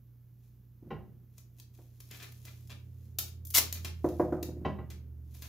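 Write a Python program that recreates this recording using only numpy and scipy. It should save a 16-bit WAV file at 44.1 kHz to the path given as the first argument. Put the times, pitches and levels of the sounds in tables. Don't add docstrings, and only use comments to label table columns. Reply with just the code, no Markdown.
import sys
import numpy as np
from scipy import signal
from scipy.fft import rfft, irfft, next_fast_len
from scipy.io import wavfile
from scipy.ndimage import map_coordinates

SR = 44100
rng = np.random.default_rng(int(sys.argv[2]) if len(sys.argv) > 2 else 0)


def dump_mix(stems):
    frames = np.atleast_2d(stems).T
    limited = np.clip(frames, -1, 1)
    pcm = np.round(limited * 32767).astype(np.int16)
    wavfile.write(sys.argv[1], SR, pcm)


N = 241844
BAND_LIMIT_HZ = 15650


def amp(db):
    return 10 ** (np.asarray(db) / 20)


def unit_rms(x):
    return x / np.sqrt(np.mean(x ** 2) + 1e-20)


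def along(points, hz):
    freqs, values = np.transpose(points)
    return np.interp(np.log(hz + 1), np.log(freqs + 1), values)


def curve(points):
    return np.interp(np.arange(N) / SR, *np.transpose(points))


def wobble(knots_per_s):
    knots = rng.standard_normal(int(N * knots_per_s / SR) + 4)
    return map_coordinates(knots, [np.arange(N) * knots_per_s / SR])


def swell(at_s, rise_s, fall_s):
    t = np.arange(N) / SR - at_s
    return np.exp(np.minimum(t / rise_s, -t / fall_s))


def filtered(x, gain):
    size = next_fast_len(N + SR // 2)
    return irfft(rfft(x, size) * gain(np.fft.rfftfreq(size, 1 / SR)), size)[..., :N]


def coloured(x, gain_db, size=2048):
    cepstrum = irfft(np.log(amp(gain_db(np.fft.rfftfreq(size, 1 / SR))) + 1e-6))
    cepstrum[1:size // 2] *= 2
    cepstrum[size // 2 + 1:] = 0
    pulse = irfft(np.exp(rfft(cepstrum)))
    return signal.fftconvolve(x, pulse / np.linalg.norm(pulse))[:len(x)]


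def grains(n, per_s, spread_db):
    clicks = (rng.random(n) < per_s / SR) * rng.choice([-1, 1], n)
    sizes = amp(spread_db * np.clip(rng.standard_normal(n), -2, 2))
    return unit_rms(clicks * sizes)


def add(track, at_s, x):
    part = track[round(at_s * SR):][:len(x)]
    part += x[:len(part)]


def ring(modes, t, scatter_db):
    return sum(amp(db + scatter_db * rng.standard_normal() - 60 * t / t60) * np.sin(2 * np.pi * hz * t)
               for hz, db, t60 in modes)


# f/Hz, t60/s
ROOM_DECAY = [(150, .5), (400, .42), (1000, .33), (2800, .33), (7000, .27), (14000, .22)]
def in_room(x, pan_db, early_db, tail_db, alike):
    hz, t, noise = signal.stft(rng.standard_normal((3, SR // 2)), SR, nperseg=256)
    decay = signal.istft(noise * amp(-60 * t / along(ROOM_DECAY, hz)[:, None]), SR, nperseg=256)[1]
    t = np.arange(decay.shape[1]) / SR
    tail = decay * (1 - np.exp(-(t / .012) ** 2))
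    early = rng.standard_normal(decay.shape) * np.exp(-t / .006) * (t > .001)
    answer = amp(tail_db) * tail / np.linalg.norm(tail[0])
    answer += amp(early_db) * early / np.linalg.norm(early[0])
    answer = np.sqrt(alike) * answer[2] + np.sqrt(1 - alike) * answer[:2]
    reflected = signal.fftconvolve(x[None], answer, axes=1)[:, :N]
    sides_db = np.array([[pan_db], [-pan_db]])
    return x * amp(sides_db / 2) + reflected * amp(sides_db / 4)


IDLE_DB, SWELL_DB, SWELL_AT_S = -69, -41.3, 3.75
def motor_level(grow_db_per_s=14, ebb_db_per_s=4.6):
    t = np.arange(N) / SR - SWELL_AT_S
    swell_db = SWELL_DB + np.minimum(grow_db_per_s * t, -ebb_db_per_s * t)
    return 20 * np.log10(amp(IDLE_DB) + amp(swell_db))


# f/Hz, level/dB
RUMBLE_SPECTRUM = [(20, -10), (40, -10), (60, 0), (190, 1), (260, -5.5), (420, -13.5), (700, -29),
                   (1500, -36), (4000, -55)]
HISS_SPECTRUM = [(300, 2), (700, -.5), (1500, -2.5), (4000, -8), (6500, -6.5), (8500, -16), (11000, -3),
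                 (13000, 3), (15500, 2.5)]
def room_tone(boom_rise_s=.012, boom_fall_s=.18):
    blows = [(s, amp(db - 29.5) * 1000 / hard_hz) for s, db, hard_hz in BENCH_BUMPS]
    blows += [(s, amp(db - 30.5)) for s, db in FAR_CLUNKS]
    boom_power = sum((size * swell(s + boom_rise_s, boom_rise_s, boom_fall_s)) ** 2 for s, size in blows)
    bed = amp(-68.3 + .36 * (motor_level() - IDLE_DB))
    low = rng.standard_normal(N) + .22 * rng.standard_normal((2, N))
    high = rng.standard_normal(N) + .8 * rng.standard_normal((2, N))
    rumble = unit_rms(filtered(low, lambda hz: amp(along(RUMBLE_SPECTRUM, hz))))
    hiss = unit_rms(filtered(high, lambda hz: amp(along(HISS_SPECTRUM, hz))))
    return np.sqrt(bed ** 2 + boom_power) * rumble * amp([[-1], [1]]) + amp(-74.2) * hiss


# t/s, f/Hz
MOTOR_PITCH = [(0, 87), (2.5, 86.2), (3.8, 84), (4.8, 77.6), (5.48, 75.3)]
# t/s, level/dB
MAINS_LEVEL = [(0, -56), (0.8, -57), (1.8, -55.5), (2.6, -50.5), (3.4, -53), (3.8, -57), (4.35, -51),
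               (5.48, -54.5)]
def hum(mains_hz=120, low_tone_hz=58.7):
    t = np.arange(N) / SR
    phase = 2 * np.pi * np.cumsum(curve(MOTOR_PITCH)) / SR
    drone = amp(motor_level() + .9 * wobble(6)) * (np.sin(phase) + amp(-24) * np.sin(2 * phase))
    mains = amp(curve(MAINS_LEVEL) + .5 * wobble(5)) * np.sin(2 * np.pi * mains_hz * t)
    low_tone = amp(-66.5 + 2 * wobble(4)) * np.sin(2 * np.pi * low_tone_hz * t)
    return np.sqrt(2) * (drone + mains + low_tone) * amp([[-1.3], [1.3]])


# t/s, relative level/dB
FAR_CLUNKS = [(0.904, -21), (0.955, -38), (4.648, -13.5), (4.692, -33), (4.785, -29)]
# f/Hz, level/dB
RATTLE_SPECTRUM = [(30, -18), (70, 10), (190, 6), (280, 1), (450, 3), (750, 0), (1500, -11), (3000, -24),
                   (5000, -32), (7000, -39), (10000, -75)]
# f/Hz, level/dB, t60/s
KNOCK_MODES = [(154, -2, .6), (200, -3, .3), (361, -6, .4), (505, -9, .2), (785, -5.5, .12),
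               (1060, -3.5, .1), (1410, -14, .11), (1960, -8, .11), (2260, -15, .08), (2630, -20, .12),
               (2830, -19, .12), (3080, -16, .09), (3890, -20, .1)]
def clunks():
    out, t = np.zeros(N), np.arange(SR // 2) / SR
    for s, db in FAR_CLUNKS:
        rattle = grains(len(t), per_s=3000, spread_db=3) * np.exp(-t / .02)
        rattle = coloured(rattle, lambda hz: along(RATTLE_SPECTRUM, hz))
        ringing = ring(KNOCK_MODES, t, scatter_db=1.5)
        knock = (1 - np.exp(-t / .004)) * (amp(-1) * rattle + amp(-5) * ringing)
        edge_hz = min(16000 * amp(.5 * db), BAND_LIMIT_HZ)
        lowpass = signal.butter(2, edge_hz, fs=SR, output="sos")
        add(out, s, amp(db - 13) * signal.sosfilt(lowpass, knock))
    return out


# t/s, peak level/dB, hardness as treble cutoff f/Hz
BENCH_BUMPS = [(0.825, -43, 140), (0.868, -44, 150), (1.787, -51, 2200), (4.043, -16.3, 800),
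               (4.197, -15.3, 1100), (4.3235, -21, 1000), (4.425, -31, 500), (4.487, -32, 350),
               (4.565, -37, 220), (4.612, -38, 140)]
# f/Hz, level/dB, t60/s
BENCH_MODES = [(154, -19, .45), (255, -17, .1), (310, -3.5, .06), (345, .5, .065), (505, -6.5, .08),
               (610, -4, .06), (690, -5, .05), (830, -12, .06), (960, -12, .05), (1250, -22, .05)]
def bumps():
    out, t = np.zeros(N), np.arange(SR // 2) / SR
    for s, db, hard_hz in BENCH_BUMPS:
        wood = ring(BENCH_MODES, t, scatter_db=1) * (1 - np.exp(-t / .002))
        rattle = amp(-4.5) * rng.standard_normal(len(t)) * np.exp(-t / .022)
        blow = coloured(wood + rattle,
                        lambda hz: -10 * np.log10((1 + (hz / hard_hz) ** 4) * (1 + (hz / 1500) ** 6)))
        add(out, s, amp(db) * blow / np.abs(blow).max())
    return out


# start t/s, end t/s, level/dB
FINGER_DRAGS = [(2.10, 2.17, -56.5), (2.19, 2.255, -53.5), (2.46, 2.50, -59), (2.695, 2.735, -55),
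                (3.75, 3.78, -55), (3.85, 3.89, -54), (4.902, 4.93, -60), (5.42, 5.47, -59)]
# f/Hz, level/dB
DRAG_SPECTRUM = [(100, -8), (300, 3), (600, -9), (1100, -8), (1600, -2), (2400, 0), (3500, -3), (6000, -9),
                 (9000, -17), (15000, -17)]
def drags():
    out = np.zeros(N)
    for start, end, db in FINGER_DRAGS:
        n = int((end - start) * SR)
        add(out, start, amp(db) * signal.windows.tukey(n, .4) * grains(n, per_s=1200, spread_db=5))
    return coloured(out, lambda hz: along(DRAG_SPECTRUM, hz))


# crest t/s, relative level/dB, rise/s, fall/s
FINGER_GRIPS = [(.45, -75, .05, .07), (1.37, -68, .03, .04), (1.59, -60, .015, .02), (1.745, -66, .008, .1),
                (2.16, -57, .08, .08), (2.5, -61.5, .2, .14), (3.06, -72, .15, .07),
                (3.285, -52, .015, .015), (3.53, -62, .025, .06), (3.845, -52, .012, .02),
                (4.1, -63, .12, .16), (5.37, -61, .05, .05), (5.46, -57, .04, .1)]
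# f/Hz, level/dB
BACKING_SPECTRUM = [(100, -6), (250, 2), (700, -5), (1500, -9), (2600, -3), (4500, -2), (6700, 1),
                    (8500, -9), (11000, -1), (15500, -2)]
def crinkle(jolt_rise_s=.003, jolt_fall_s=.02):
    grips = sum(amp(db) * swell(s, rise, fall) for s, db, rise, fall in FINGER_GRIPS)
    jolts = sum(amp(db - 42) * swell(s + jolt_rise_s, jolt_rise_s, jolt_fall_s)
                for s, db, _ in BENCH_BUMPS)
    treble_lift = [(6000, 0), (12000, 2)]
    cracks = grains(N, per_s=1400, spread_db=5.5)
    crackle = coloured(cracks, lambda hz: along(BACKING_SPECTRUM, hz) + along(treble_lift, hz))
    return amp(-3) * (grips + jolts) * crackle


# t/s, relative level/dB, brightness/dB, length/s
TAPE_SNAPS = [(1.3805, -39, 1, .008), (1.599, -37, 2, .006), (2.002, -35.5, 2, .008),
              (2.1116, -33, 2, .004), (2.2265, -33, -1, .018), (2.320, -41, 3, .008),
              (2.4518, -34.5, 1, .012), (2.673, -45, 4, .012), (2.6955, -37.5, -7, .03),
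              (3.1855, -12.2, 3.5, .012), (3.4505, -31, 12, .008), (3.468, -30, 14, .012),
              (3.5035, -25, 11, .008), (3.572, -7, 5, .0015), (3.5825, -7.5, 3, .0015),
              (3.726, -18, 3, .004), (3.8468, -22.5, -5, .016), (4.087, -39, -2, .015),
              (4.428, -25, -.5, .008), (4.9015, -35, -2, .022), (5.346, -40, 0, .02),
              (5.4213, -31, -1, .018)]
def snaps(attack_s=.0006):
    out, t = np.zeros(N), np.arange(SR // 8) / SR
    for s, db, bright_db, length in TAPE_SNAPS:
        envelope = (1 - np.exp(-t / attack_s)) * np.exp(-2 * t / length)
        burst = envelope * grains(len(t), per_s=5000, spread_db=5.5)
        burst /= np.linalg.norm(burst) + 1e-9
        tilt = [(600, -1.4 * bright_db), (2500, -.8 * bright_db), (6000, 0), (12000, .7 * bright_db)]
        snap = coloured(burst, lambda hz: along(BACKING_SPECTRUM, hz) + along(tilt, hz))
        add(out, s, amp(db + 10) * snap)
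    return out


# start t/s, end t/s, level/dB, threads per second
TEAR = (3.536, 3.587, -21.3, 6000)
# f/Hz, level/dB
THREAD_SPECTRUM = [(150, -42), (350, -22), (650, -10), (1100, -3.5), (1600, -10), (2100, -3), (3000, -4),
                   (5500, -.5), (7400, -1), (8800, -6), (11500, .5), (15500, -.5)]
def rip(body_hz=1300):
    start, end, db, threads_per_s = TEAR
    length = end - start
    t = np.arange(N) / SR - start
    pull = np.clip(t / .012, 0, 1) ** 2 * np.exp(-np.maximum(t - length, 0) / .01)
    breaks = pull * grains(N, threads_per_s, spread_db=3.6)
    threads = coloured(breaks, lambda hz: along(THREAD_SPECTRUM, hz))
    body = filtered(threads, lambda hz: 1 / (1 + (hz / body_hz) ** 4))
    flap_gain = 1.35 * np.clip(t / length, 0, 1) ** .9
    return amp(db) * (threads + (flap_gain - 1) * body)


def scene():
    tape = in_room(snaps() + crinkle() + drags(), pan_db=4, early_db=-3, tail_db=-1.5, alike=.05)
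    tear = in_room(rip(), pan_db=4.4, early_db=-2, tail_db=-9.5, alike=0)
    near = in_room(bumps(), pan_db=-.3, early_db=-16, tail_db=-8.5, alike=.9)
    far = in_room(clunks(), pan_db=-.3, early_db=-7, tail_db=-5.5, alike=.85)
    return tape + tear + near + far + hum() + room_tone()


def record(dry):
    dry = signal.sosfilt(signal.butter(3, 45, "highpass", fs=SR, output="sos"), dry)
    return filtered(dry, lambda hz: 1 / (1 + (hz / BAND_LIMIT_HZ) ** 140))


dry = scene()
out = record(dry)
dump_mix(out)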